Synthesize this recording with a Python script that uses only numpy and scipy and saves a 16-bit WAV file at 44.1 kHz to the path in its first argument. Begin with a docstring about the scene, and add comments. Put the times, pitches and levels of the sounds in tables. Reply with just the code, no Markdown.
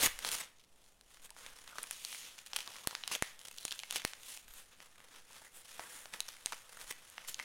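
"""Small living room, a metre from a camera: a dog lies on a rug and tears at a present wrapped in foil.
It opens on a rip, creases snapping and teeth on the packet; a lull near one second leaves faint rustle.
Bites return and crowd together from 2.5 to 4.1 s, as short volleys of fractures and creaking slips.
Then foil mostly rustles, a stream of tiny buckles under muzzle and paws, until more bites from 6 s.
The room answers throughout with dense decaying reflections, over a quiet floor and barely audible drift."""
import sys
import numpy as np
from scipy import signal
from scipy.fft import rfft, irfft
from scipy.io import wavfile
from scipy.ndimage import uniform_filter1d

SR = 44100
rng = np.random.default_rng(int(sys.argv[2]) if len(sys.argv) > 2 else 0)


def wav_record(signal):
    """Record a signal, one row per channel, as 16-bit PCM in the file named by sys.argv[1]."""
    frames = np.transpose(np.atleast_2d(signal))
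    bounded = np.clip(frames, -1, 1)
    # unit amplitude maps onto the largest positive 16-bit level
    quanta = np.round(bounded * 32767).astype(np.int16)
    wavfile.write(sys.argv[1], SR, quanta)


N = 328104
TIME = np.arange(N) / SR  # seconds

# Levels in the tables are relative: the gains in the functions and the mix come on top.
# The quiet room. Each row: frequency in Hz, level per hertz in dB.
FLOOR_COLOUR = [(4, 32), (20, 0), (45, 5), (120, -0.5), (240, -1.5), (350, -3), (500, -3), (700, -3),
                (1500, -12), (4000, -18), (9000, -14), (16000, -26)]
# The recorder's slow, barely audible offset drift. Each row: peak in seconds, rise in seconds,
# fall in seconds, level in dB.
DRIFT_SWELLS = [(.05, 0.032, 0.13, -51), (1.25, 0.59, 0.47, -68), (4.48, 0.07, 0.16, -61.5),
                (6.85, 0.055, 0.093, -64)]
# Colour of the offset drift. Each row: frequency in Hz, level per hertz in dB.
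DRIFT_COLOUR = [(8, -3), (24, 3), (50, -14.5), (120, -28), (400, -60)]
# How long the room rings. Each row: frequency in Hz, time to fall by 60 dB in seconds.
ECHO_T60 = [(150, 1.7), (600, 0.73), (2500, 0.4), (7000, 0.33), (15000, 0.26)]
# Colour of the room's echo. Each row: frequency in Hz, level in dB.
ECHO_COLOUR = [(100, -19), (300, -15), (600, 0.5), (2500, 10), (7000, 3.5), (15000, 8)]
# Broad panels of the sheet. Each row: frequency in Hz, level per hertz in dB.
PANEL_COLOUR = [(60, -21), (200, -9.5), (380, -12), (500, -1), (650, -5.5), (900, -2), (1300, -1),
                (1800, 0.5), (2500, -8), (4000, -31)]
# Middle-sized facets. Each row: frequency in Hz, level per hertz in dB.
MIDDLE_COLOUR = [(1200, -51), (1900, -5.5), (2400, -2), (3200, 0.5), (4300, -2.5), (6300, -3), (7500, -10),
                 (10000, -49)]
# Tiny facets. Each row: frequency in Hz, level per hertz in dB.
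TINY_COLOUR = [(4500, -55), (6500, -6.5), (7800, -2.5), (9700, -2), (11000, -4), (13000, -8),
               (15800, -13.5)]
# Muzzle resting on the foil between strokes, lifted during the lull. Each row: time in seconds, level in dB.
RESTING_CONTACT = [(0, -61), (.42, -59), (.55, -79), (1.05, -78.5), (1.65, -65.5), (2.95, -62.5),
                   (3.37, -69), (4.15, -64), (4.45, -69.5), (5.5, -72.5), (6.2, -66.5), (7.44, -62.5)]
# Each push of muzzle or paw across the foil. Each row: peak in seconds, rise in seconds, fall in seconds,
# level in dB, body in dB, top in dB, spread of crinkle sizes in dB.
FOIL_STROKES = [(.01, 0.029, .07, -37.5, -4.5, -1.5, 0.5), (.27, 0.065, 0.12, -46, -3.5, -4, 2),
                (.345, 0.078, .055, -43.5, -6, 1, 2), (.43, 0.027, 0.028, -52.5, -3.5, -6, 2),
                (.61, 0.051, .06, -66.5, -15, -6.5, 4.5), (.87, 0.16, 0.077, -70.5, -8, -1.5, 2.5),
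                (1.14, 0.077, 0.069, -65, -5, -1, 2), (1.248, 0.026, .02, -57, -4, 3, 3),
                (1.39, .025, 0.056, -57.5, -1.5, -1.5, 0), (1.47, 0.065, .08, -58, -0.5, -2, 1),
                (1.584, 0.04, 0.067, -61.5, -2.5, -1, 3.5), (1.69, 0.028, 0.044, -59.5, -1, -2.5, 2.5),
                (1.79, 0.045, 0.13, -55, -5, -1, 2.5), (1.925, .04, 0.073, -53.5, -9, -2.5, 1),
                (2.13, 0.17, 0.15, -50, -12.5, -1, -0.5), (2.26, .07, 0.068, -53.5, -9, -6, 0.5),
                (2.386, .015, 0.027, -57.5, -8.5, -4, 2), (2.465, 0.014, .03, -59, -9, -1, 5),
                (2.58, 0.052, 0.073, -50, -6, -4.5, 2), (2.75, .12, 0.12, -55, -6.5, -3.5, 3),
                (2.89, .025, 0.24, -57.5, -4, -5, -0.5), (3.14, 0.057, 0.036, -44.5, -6.5, -6.5, 2.5),
                (3.232, 0.014, 0.095, -52, -28, -4, 1.5), (3.455, 0.055, 0.074, -56.5, -6, 0.5, 5.5),
                (3.64, 0.15, 0.29, -57, -9, .5, 2.5), (3.952, 0.044, 0.062, -44.5, -6.5, -7.5, 3),
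                (4.06, 0.015, 0.063, -52, -15, -1.5, 2.5), (4.31, 0.087, 0.083, -51.5, -9, 1.5, 2.2),
                (4.5, 0.031, 0.031, -62, -4, 1, 2), (4.585, 0.054, 0.05, -57.5, -5, 2, 0.6),
                (4.738, 0.036, 0.025, -65.5, -0.5, -5, 2), (4.82, 0.022, 0.062, -61.5, -1.5, -2, 2.5),
                (5.02, 0.079, 0.099, -67.5, 3, -3, 3.5), (5.17, 0.071, 0.044, -58.5, -1.5, -3.5, 1.5),
                (5.37, 0.088, 0.036, -57.5, -3.5, -1.5, 2), (5.45, 0.064, 0.042, -63, 1, 2, 1.5),
                (5.572, 0.04, 0.04, -59, -3, 5.5, 0.5), (5.72, 0.11, 0.13, -57.5, -4.5, -0.5, 2),
                (5.815, 0.05, 0.11, -58.5, 4.5, 2.5, 1), (5.945, 0.08, 0.14, -57, -0.5, 4, 0.5),
                (6.146, 0.029, 0.083, -58, 1.5, -0.5, 2.5), (6.31, 0.064, 0.06, -56.5, -8, -2, 4),
                (6.53, 0.14, 0.096, -58, -5, -1, 1.5), (6.73, 0.047, 0.056, -61.5, 0, 0, 4),
                (6.812, 0.033, 0.043, -55.5, 0, 2.5, 1.5), (6.9, 0.031, 0.023, -52.5, -3, 1, 1),
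                (7.2, 0.033, 0.16, -63, 1, -7, 0.5), (7.29, 0.016, 0.045, -50.5, -11, 0.5, -0.5),
                (7.42, .035, .06, -56.5, -5, -4, 3)]
# Foil dragged between the teeth, creaking and squeaking. Each row: start in seconds, end in seconds,
# ring in Hz, level in dB.
FOIL_CREAKS = [(1.303, 1.328, 900, -63), (1.697, 1.747, 1350, -56.5), (1.749, 1.852, 1210, -58),
               (2.665, 2.72, 1020, -55), (2.741, 2.852, 1050, -61), (2.892, 2.961, 980, -57.5),
               (3.106, 3.135, 1110, -45), (3.58, 3.686, 4060, -56), (3.715, 3.761, 1620, -56),
               (3.798, 3.857, 3020, -65), (4.485, 4.56, 13000, -61), (5.303, 5.313, 1090, -58),
               (5.414, 5.422, 850, -57), (5.466, 5.475, 1990, -57), (5.795, 5.815, 615, -56.5),
               (7.393, 7.438, 2070, -54.5)]
# Rips and short dull crunches of foil. Each row: start in seconds, end in seconds, level in dB,
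# body in dB, top in dB.
RIPS_AND_CRUNCHES = [(.006, 0.019, -38, -2, -2), (0.019, 0.072, -29, 1.5, 1), (0.245, 0.292, -45.5, 4, -2),
                     (0.316, 0.354, -42, -12, 3), (0.397, .415, -42.5, 6.5, 3),
                     (1.782, 1.792, -49.5, 15, -6), (3.115, 3.141, -39.5, -2, -4),
                     (3.14, 3.163, -42.5, 11, 2), (3.942, 3.983, -43.5, -6, -2.5),
                     (6.132, 6.148, -47, 12, -5), (6.282, 6.29, -45, 4, -4), (6.521, 6.537, -45, 12, -15),
                     (6.905, 6.916, -42.5, 5, 1.5), (7.275, 7.302, -45.5, 2, 7),
                     (7.398, 7.403, -48, 13, -14)]
# Low thrum of the whole packet as it is pulled. Each row: frequency in Hz, level per hertz in dB.
THRUM_COLOUR = [(25, -31), (70, -2.5), (160, -9.5), (300, -2), (500, -3), (900, -2), (2000, -58)]
# Shape common to all snaps and clacks. Each row: frequency in Hz, level per hertz in dB.
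SNAP_COLOUR = [(30, -1), (120, -0.5), (400, -1), (1000, -2.5), (2000, -1.5), (3000, 0.5), (5000, -2),
               (7400, -1), (9400, 2), (10300, 0.5), (11300, -5), (12600, -4), (14000, -11), (16000, -14)]
# Teeth clacking on the packet. Each row: start in seconds, level in dB, knock under 400 Hz in dB,
# body near 1.3 kHz in dB, top near 10 kHz in dB, ring in Hz.
TOOTH_CLACKS = [(0.073, -8, 1, 0.5, -4, 950), (0.2483, -9.5, -10, 11, -2, 3250),
                (1.677, -22, -6, 0, -5, 860), (1.831, -22, -16, -2, 11.5, 4130),
                (2.873, -6.5, 10, 6.5, 6.5, 3440), (3.2237, -6.5, 16, 14.5, -1, 7560),
                (3.484, -18, -5, 1, -4, 6100), (3.652, -7.5, -2, -1, -2, 6860),
                (3.9595, -6.5, -5, 1.5, -2, 3230), (4.0499, -5, 11, 9.5, 2, 4370),
                (4.803, -23, -3, 3, -15, 1900), (5.0031, -33, 6, 8, -3, 2140),
                (5.795, -15.5, -2.5, 8, -21, 740), (6.0568, -17, -6, -0.5, -16, 620),
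                (6.46, -5, -7, -4, -2, 6470), (6.5309, -22.5, -11, 10, -11, 2280),
                (6.772, -30.5, 4, 13, 3, 1390), (6.9102, -17, 4.5, 8, -5, 2150)]
# Creases flipping, loud and faint. Each row: start in seconds, level in dB, body near 1.3 kHz in dB,
# top near 10 kHz in dB, ring in Hz.
CREASE_SNAPS = [(0.1901, -13.5, -3, -1, 1580), (0.2892, -9.5, 1, 0, 3350), (0.316, -10, -10, 2.5, 3300),
                (0.5854, -38, -11, -8, 4740), (0.8626, -37, -1, -15, 1930), (1.0111, -30.5, 0, -3, 4000),
                (1.1713, -31.5, 2.5, -13, 1340), (1.294, -37, 7, -6, 1720), (1.3048, -20.5, -7.5, -3, 1250),
                (1.3654, -32.5, 17.5, -5, 3880), (1.449, -30, 6, -6, 1680), (1.4636, -19.5, 7, -9, 3100),
                (1.784, -16, 14.5, -6, 4400), (1.8389, -21, 4, -2, 2380), (1.9102, -14, 6, 7, 2500),
                (2.0494, -9, -8, -6, 4500), (2.1277, -15.5, 4.5, -13, 3080), (2.1473, -25.5, 11, 2, 2210),
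                (2.3883, -20, -1, -14, 2400), (2.4717, -23, -4, -7, 2450), (2.5331, -7.5, -4, -20, 771),
                (2.5623, -5, 0.5, -3, 2500), (2.566, -8, 0.5, 1.5, 3160), (2.5883, -11.5, -0.5, -12, 2410),
                (2.6052, -12.5, -10, -7, 2430), (2.676, -14, -6, -9, 3720), (2.7579, -27, 7, -9, 1175),
                (2.7847, -23.5, 5, -9, 2390), (2.9099, -16, 0.5, -12, 1040), (2.951, -9.5, 4, -8, 3770),
                (3.037, -14, 2.5, -30, 3020), (3.077, -7.5, -1.5, -2, 3010), (3.1513, -7, -3, -5, 2470),
                (3.392, -25, -12, -4, 6720), (3.4141, -25, 1, -8, 3060), (3.458, -26, -9, -9, 2760),
                (3.5839, -14, -30, -11, 7650), (3.6802, -13.5, -3, -4, 2500), (3.7094, -12, -14, -11, 3170),
                (3.718, -15.5, -2, -4, 3500), (3.7236, -8, -6.5, -7.5, 2670),
                (3.7917, -10.5, -14, -10, 2930), (3.7996, -15, -9, -10, 2450),
                (3.8344, -13.5, 5, -15, 2190), (3.9089, -6.5, -5, -3, 2580), (3.925, -16, 4, 5, 2720),
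                (3.9656, -7.5, -5, -5, 2360), (4.1344, -12.5, -2, -15, 1510), (4.3741, -19, -1, -5, 2530),
                (5.3316, -30, 3, -4, 6100), (6.1379, -16.5, 2, -4.5, 1940), (6.2045, -5.5, -4.5, -1, 3900),
                (6.2881, -20.5, 7, -2, 3400), (6.4697, -23.5, 10.5, -11, 2170),
                (6.523, -15.5, 7.5, -1, 930), (6.8137, -19, 1, -7, 600), (6.9241, -20.5, 0, -5, 2320),
                (7.0999, -33, -2.5, 10, 2330), (7.1807, -18, 9, -22, 2150), (7.2854, -17, 0.5, -7, 2800),
                (7.344, -8.5, -24, -13.5, 6500), (7.392, -17, 1, -21, 2400), (7.3978, -14.5, 9, -7, 2070)]


def amp(db):
    """Turns decibels into a linear gain."""
    return 10 ** (np.asarray(db) / 20)


def evened(x):
    """Scales to an rms of one."""
    return x / np.sqrt(np.mean(x ** 2) + 1e-20)


def read(points, hz):
    """Joins points by straight lines over log frequency."""
    f, value = np.transpose(points)
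    return np.interp(np.log(hz + 1), np.log(f + 1), value)


def add(mix, s, sound):
    """Lays a sound into the mix at time s."""
    part = mix[max(round(s * SR), 0):][:len(sound)]
    part += sound[:len(part)]


def bins(size=1024):
    """Frequencies of a short spectrum."""
    return np.fft.rfftfreq(size, 1 / SR)


def noise(spectrum):
    """Steady noise of a given colour, at an rms of one."""
    gain = amp(read(spectrum, bins(N)))
    return evened(irfft(rfft(rng.standard_normal(N)) * gain, N))


def swell(t, peak, rise, fall, curve=1.58):
    """A movement gathers and eases: gain 1 at its peak, 10 dB less one rise before and one fall after."""
    distance = abs((t - peak) / np.where(t < peak, rise, fall))
    return amp(-10 * distance ** curve)


def quiet_room():
    """The room's quiet bed: steady coloured noise."""
    return amp(-64.5) * noise(FLOOR_COLOUR)


def offset_drift():
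    """The recorder's slow, barely audible offset drift: very low noise under slow swells."""
    level = sum(amp(db) * swell(TIME, peak, rise, fall) for peak, rise, fall, db in DRIFT_SWELLS)
    return noise(DRIFT_COLOUR) * level


def room(x, gap_s=.005, size=256):
    """Dense reflections off walls and furniture; the treble dies first."""
    taps = rng.standard_normal(SR) * (rng.random(SR) < .15)
    hz, t, z = signal.stft(taps, SR, nperseg=size)
    decay_db = -60 * t / read(ECHO_T60, hz)[:, None]
    z *= amp(read(ECHO_COLOUR, hz)[:, None] + decay_db)
    tail = np.r_[np.zeros(round(gap_s * SR)), signal.istft(z, SR, nperseg=size)[1]]
    return signal.fftconvolve(x, tail / np.linalg.norm(tail))[:N]


def click(db):
    """The most abrupt causal pulse that has this spectrum (minimum phase)."""
    log_gain = np.log(amp(np.r_[db, db[-2:0:-1]]))
    return np.fft.ifft(np.exp(np.conj(signal.hilbert(log_gain)))).real


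def ripple(size=14):
    """Chance peaks and valleys in the spectrum of one facet of foil."""
    once = uniform_filter1d(rng.standard_normal(len(bins())), size)
    return evened(uniform_filter1d(once, size))


def flutter(decay_s, rise_s=.00025):
    """A buckle shivers through the sheet: a dying burst with a nearly even spectrum and unit energy."""
    t = np.arange(len(bins())) / SR
    burst = rng.standard_normal(len(t)) * np.exp(-t / decay_s) * (1 - np.exp(-t / rise_s))
    height_db = 20 * np.log10(abs(rfft(burst, 2 * len(t) - 2)) + 1e-6)
    burst = signal.fftconvolve(burst, click(-.85 * height_db))[:len(t)]
    return burst / np.linalg.norm(burst)


def avalanches(length, per_s=85, settle_s=0.0037):
    """One buckle sets off its neighbours: activity jumps, then settles."""
    kicks = rng.uniform(0.23, 1, length) * (rng.random(length) < per_s / SR)
    activity = signal.lfilter([1], [1, -np.exp(-1 / (settle_s * SR))], kicks)
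    return evened(np.tanh(activity))


def crinkles(length, per_s, spread_db, body_db, top_db, facet_db, clump_db, count=12):
    """Tiny buckles of many sizes come in avalanches, wandering over facets that each ring their own way."""
    size_db = spread_db * np.minimum(rng.exponential(1, length), 5)
    size = amp(size_db + clump_db * avalanches(length))
    train = size * rng.choice([-1., 1.], length) * (rng.random(length) < per_s / SR)
    train /= np.sqrt(abs(uniform_filter1d(train ** 2, size=2200)) + 1e-9)  # even level over 50 ms
    wander = np.cumsum(rng.random(length) < 60 / SR)
    facet = (wander + rng.integers(0, count // 2, length)) % count
    # broad panels ring for longer than tiny facets
    registers = (PANEL_COLOUR, body_db, .0013), (MIDDLE_COLOUR, 0, .0007), (TINY_COLOUR, top_db, .0004)
    out = np.zeros(length)
    for register, db, ring_s in registers:
        for k in range(count):
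            pulse = click(read(register, bins()) + facet_db * ripple())
            grain = signal.fftconvolve(pulse, flutter(ring_s))
            hits = amp(db) * train * (facet == k)
            out += signal.oaconvolve(hits, grain / np.linalg.norm(grain))[:length]
    return out


def muzzle(rest_body_db=-2.0, rest_top_db=-0.6, rest_spread_db=1.5):
    """Strokes add power to the resting contact; the strongest weigh most in body, top and size spread."""
    t = TIME[::64]
    power = [amp(np.interp(t, *np.transpose(RESTING_CONTACT))) ** 2]
    colour = [(rest_body_db, rest_top_db, rest_spread_db)]
    for peak, rise, fall, db, *stroke_colour in FOIL_STROKES:
        power.append((amp(db) * swell(t, peak, rise, fall)) ** 2)
        colour.append(stroke_colour)
    total = np.sum(power, axis=0)
    mean_colour = np.transpose(colour) @ np.array(power) / total
    return [np.interp(TIME, t, curve) for curve in (10 * np.log10(total), *mean_colour)]


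def rustle(level_db, body_db, top_db, spread_db, clumping=1.44):
    """Foil sliding and crumpling under the muzzle: a dense stream of small crinkles."""
    stream = crinkles(N, 3500, spread_db, body_db, top_db, facet_db=3, clump_db=clumping * spread_db)
    return amp(level_db) * stream


def creaks(slips_per_s=380, width_hz=190, tick=0.65):
    """Foil dragged between the teeth: uneven slips tick and keep one taut panel ringing."""
    out, t = np.zeros(N), np.arange(len(bins())) / SR
    for start, end, hz, db in FOIL_CREAKS:
        length = max(round((end - start) * SR), 64)
        turns = np.cumsum(rng.exponential(1, length) ** 4)  # uneven progress
        slip_count = np.floor(turns / turns[-1] * (1 + slips_per_s * length / SR))
        slips = np.diff(slip_count, prepend=0)
        ring = np.exp(-np.pi * width_hz * t) * np.sin(2 * np.pi * hz * t) + tick * flutter(0.0004)
        sound = signal.fftconvolve(slips * rng.exponential(1, length), ring)
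        add(out, start, amp(db) * np.sqrt(length) * sound / (np.linalg.norm(sound) + 1e-9))
    return out


def rips_and_crunches(base_body_db=-9.0, base_top_db=1.5, body_rise_db_per_s=130, taper=.12):
    """Rips and short dull crunches of foil: quick volleys of fractures that gain body as they run."""
    out = np.zeros(N)
    for start, end, db, body_db, top_db in RIPS_AND_CRUNCHES:
        length = max(round((end - start) * SR), 64)
        rise_db = body_rise_db_per_s * (np.arange(length) - length / 2) / SR
        volley = crinkles(length, 3200, 2.6, body_db + base_body_db + rise_db, top_db + base_top_db,
                          facet_db=5.5, clump_db=-2.5, count=6)
        add(out, start, amp(db) * evened(volley) * signal.windows.tukey(length, taper))
    return out


def thrum(foil, onset_db=-32, thrum_db=-12.0):
    """Hard pulls also shake the whole packet; light rubbing hardly does."""
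    force = np.sqrt(abs(uniform_filter1d(foil ** 2, size=200)))
    return amp(thrum_db) * force ** 2 / (force + amp(onset_db)) * noise(THRUM_COLOUR)


def snap(db, knock_db, body_db, top_db, ring_hz, overtone=1.303, ring_db=9, overtone_db=7,
         ring_width=0.05, facet_db=3.0, shiver_s=.00038):
    """A sharp pulse that leaves a facet and its overtone ringing for a moment."""
    hz = bins()
    colour = read([(270, knock_db), (800, body_db), (1900, body_db), (3000, 0), (6000, 0), (9000, top_db)], hz)
    peaks = [(ring_hz, ring_db), (overtone * ring_hz, overtone_db)]
    rings = sum(height / (1 + ((hz - f) / (ring_width * f + 50)) ** 2) for f, height in peaks)
    facets = facet_db * ripple(size=10) * hz / (hz + 900)  # the bass is too long a wave to feel the facets
    pulse = click(db + colour + read(SNAP_COLOUR, hz) + rings + facets)
    return signal.fftconvolve(pulse, flutter(shiver_s))


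def ticks(level_db, spread_db, per_s=5, above_db=27, looseness=1.6, most_db=-23, scatter_db=2.5,
          knock_db=-16, body_db=2, top_db=-6, colour_db=4, ring_hz=2500, octaves=.6):
    """Small creases let go at random, louder where the foil is pressed hard and crumples loosely."""
    out = np.zeros(N)
    for at in np.flatnonzero(rng.random(N) < per_s / SR):
        size, body, top, pitch = np.clip(rng.standard_normal(4), -2, 2)
        loose_db = looseness * (spread_db[at] - spread_db.mean())
        db = min(level_db[at] + above_db + loose_db, most_db) + scatter_db * size
        tick = snap(db, knock_db, body_db + colour_db * body, top_db + colour_db * top,
                    ring_hz * 2 ** (octaves * pitch))
        add(out, at / SR, tick)
    return out


def clacks():
    """Teeth knock the whole packet, each with its own share of bass."""
    out = np.zeros(N)
    for s, *clack in TOOTH_CLACKS:
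        add(out, s, snap(*clack))
    return out


def snaps(thin_db=-24):
    """Creases flip, loud and faint; a flipping crease is too light to make much bass."""
    out = np.zeros(N)
    for s, db, body_db, top_db, ring_hz in CREASE_SNAPS:
        add(out, s, snap(db, body_db + thin_db, body_db, top_db, ring_hz))
    return out


def scene():
    """Foil and teeth close by, their echo, the quiet room and the recorder's drift."""
    level_db, body_db, top_db, spread_db = muzzle()
    rubbing = amp(-0.8) * rustle(level_db, body_db, top_db, spread_db)
    fractures = amp(1.0) * rips_and_crunches()
    bites = amp(-1.18) * (clacks() + snaps()) + ticks(level_db, spread_db)
    bites += fractures + amp(-2.5) * creaks() + thrum(fractures + rubbing)
    echo = room(amp(-15) * bites + amp(-14.5) * rubbing)
    return (quiet_room() + offset_drift() + echo + rubbing + bites)[None]


def record(dry, edge_hz=16000):
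    """The camera's band limit: a steep low-pass takes off the extreme treble."""
    low_pass = signal.firwin(255, edge_hz, window=("kaiser", 8), fs=SR)
    return signal.oaconvolve(dry, low_pass[None], "same")


dry = scene()
out = record(dry)
wav_record(out)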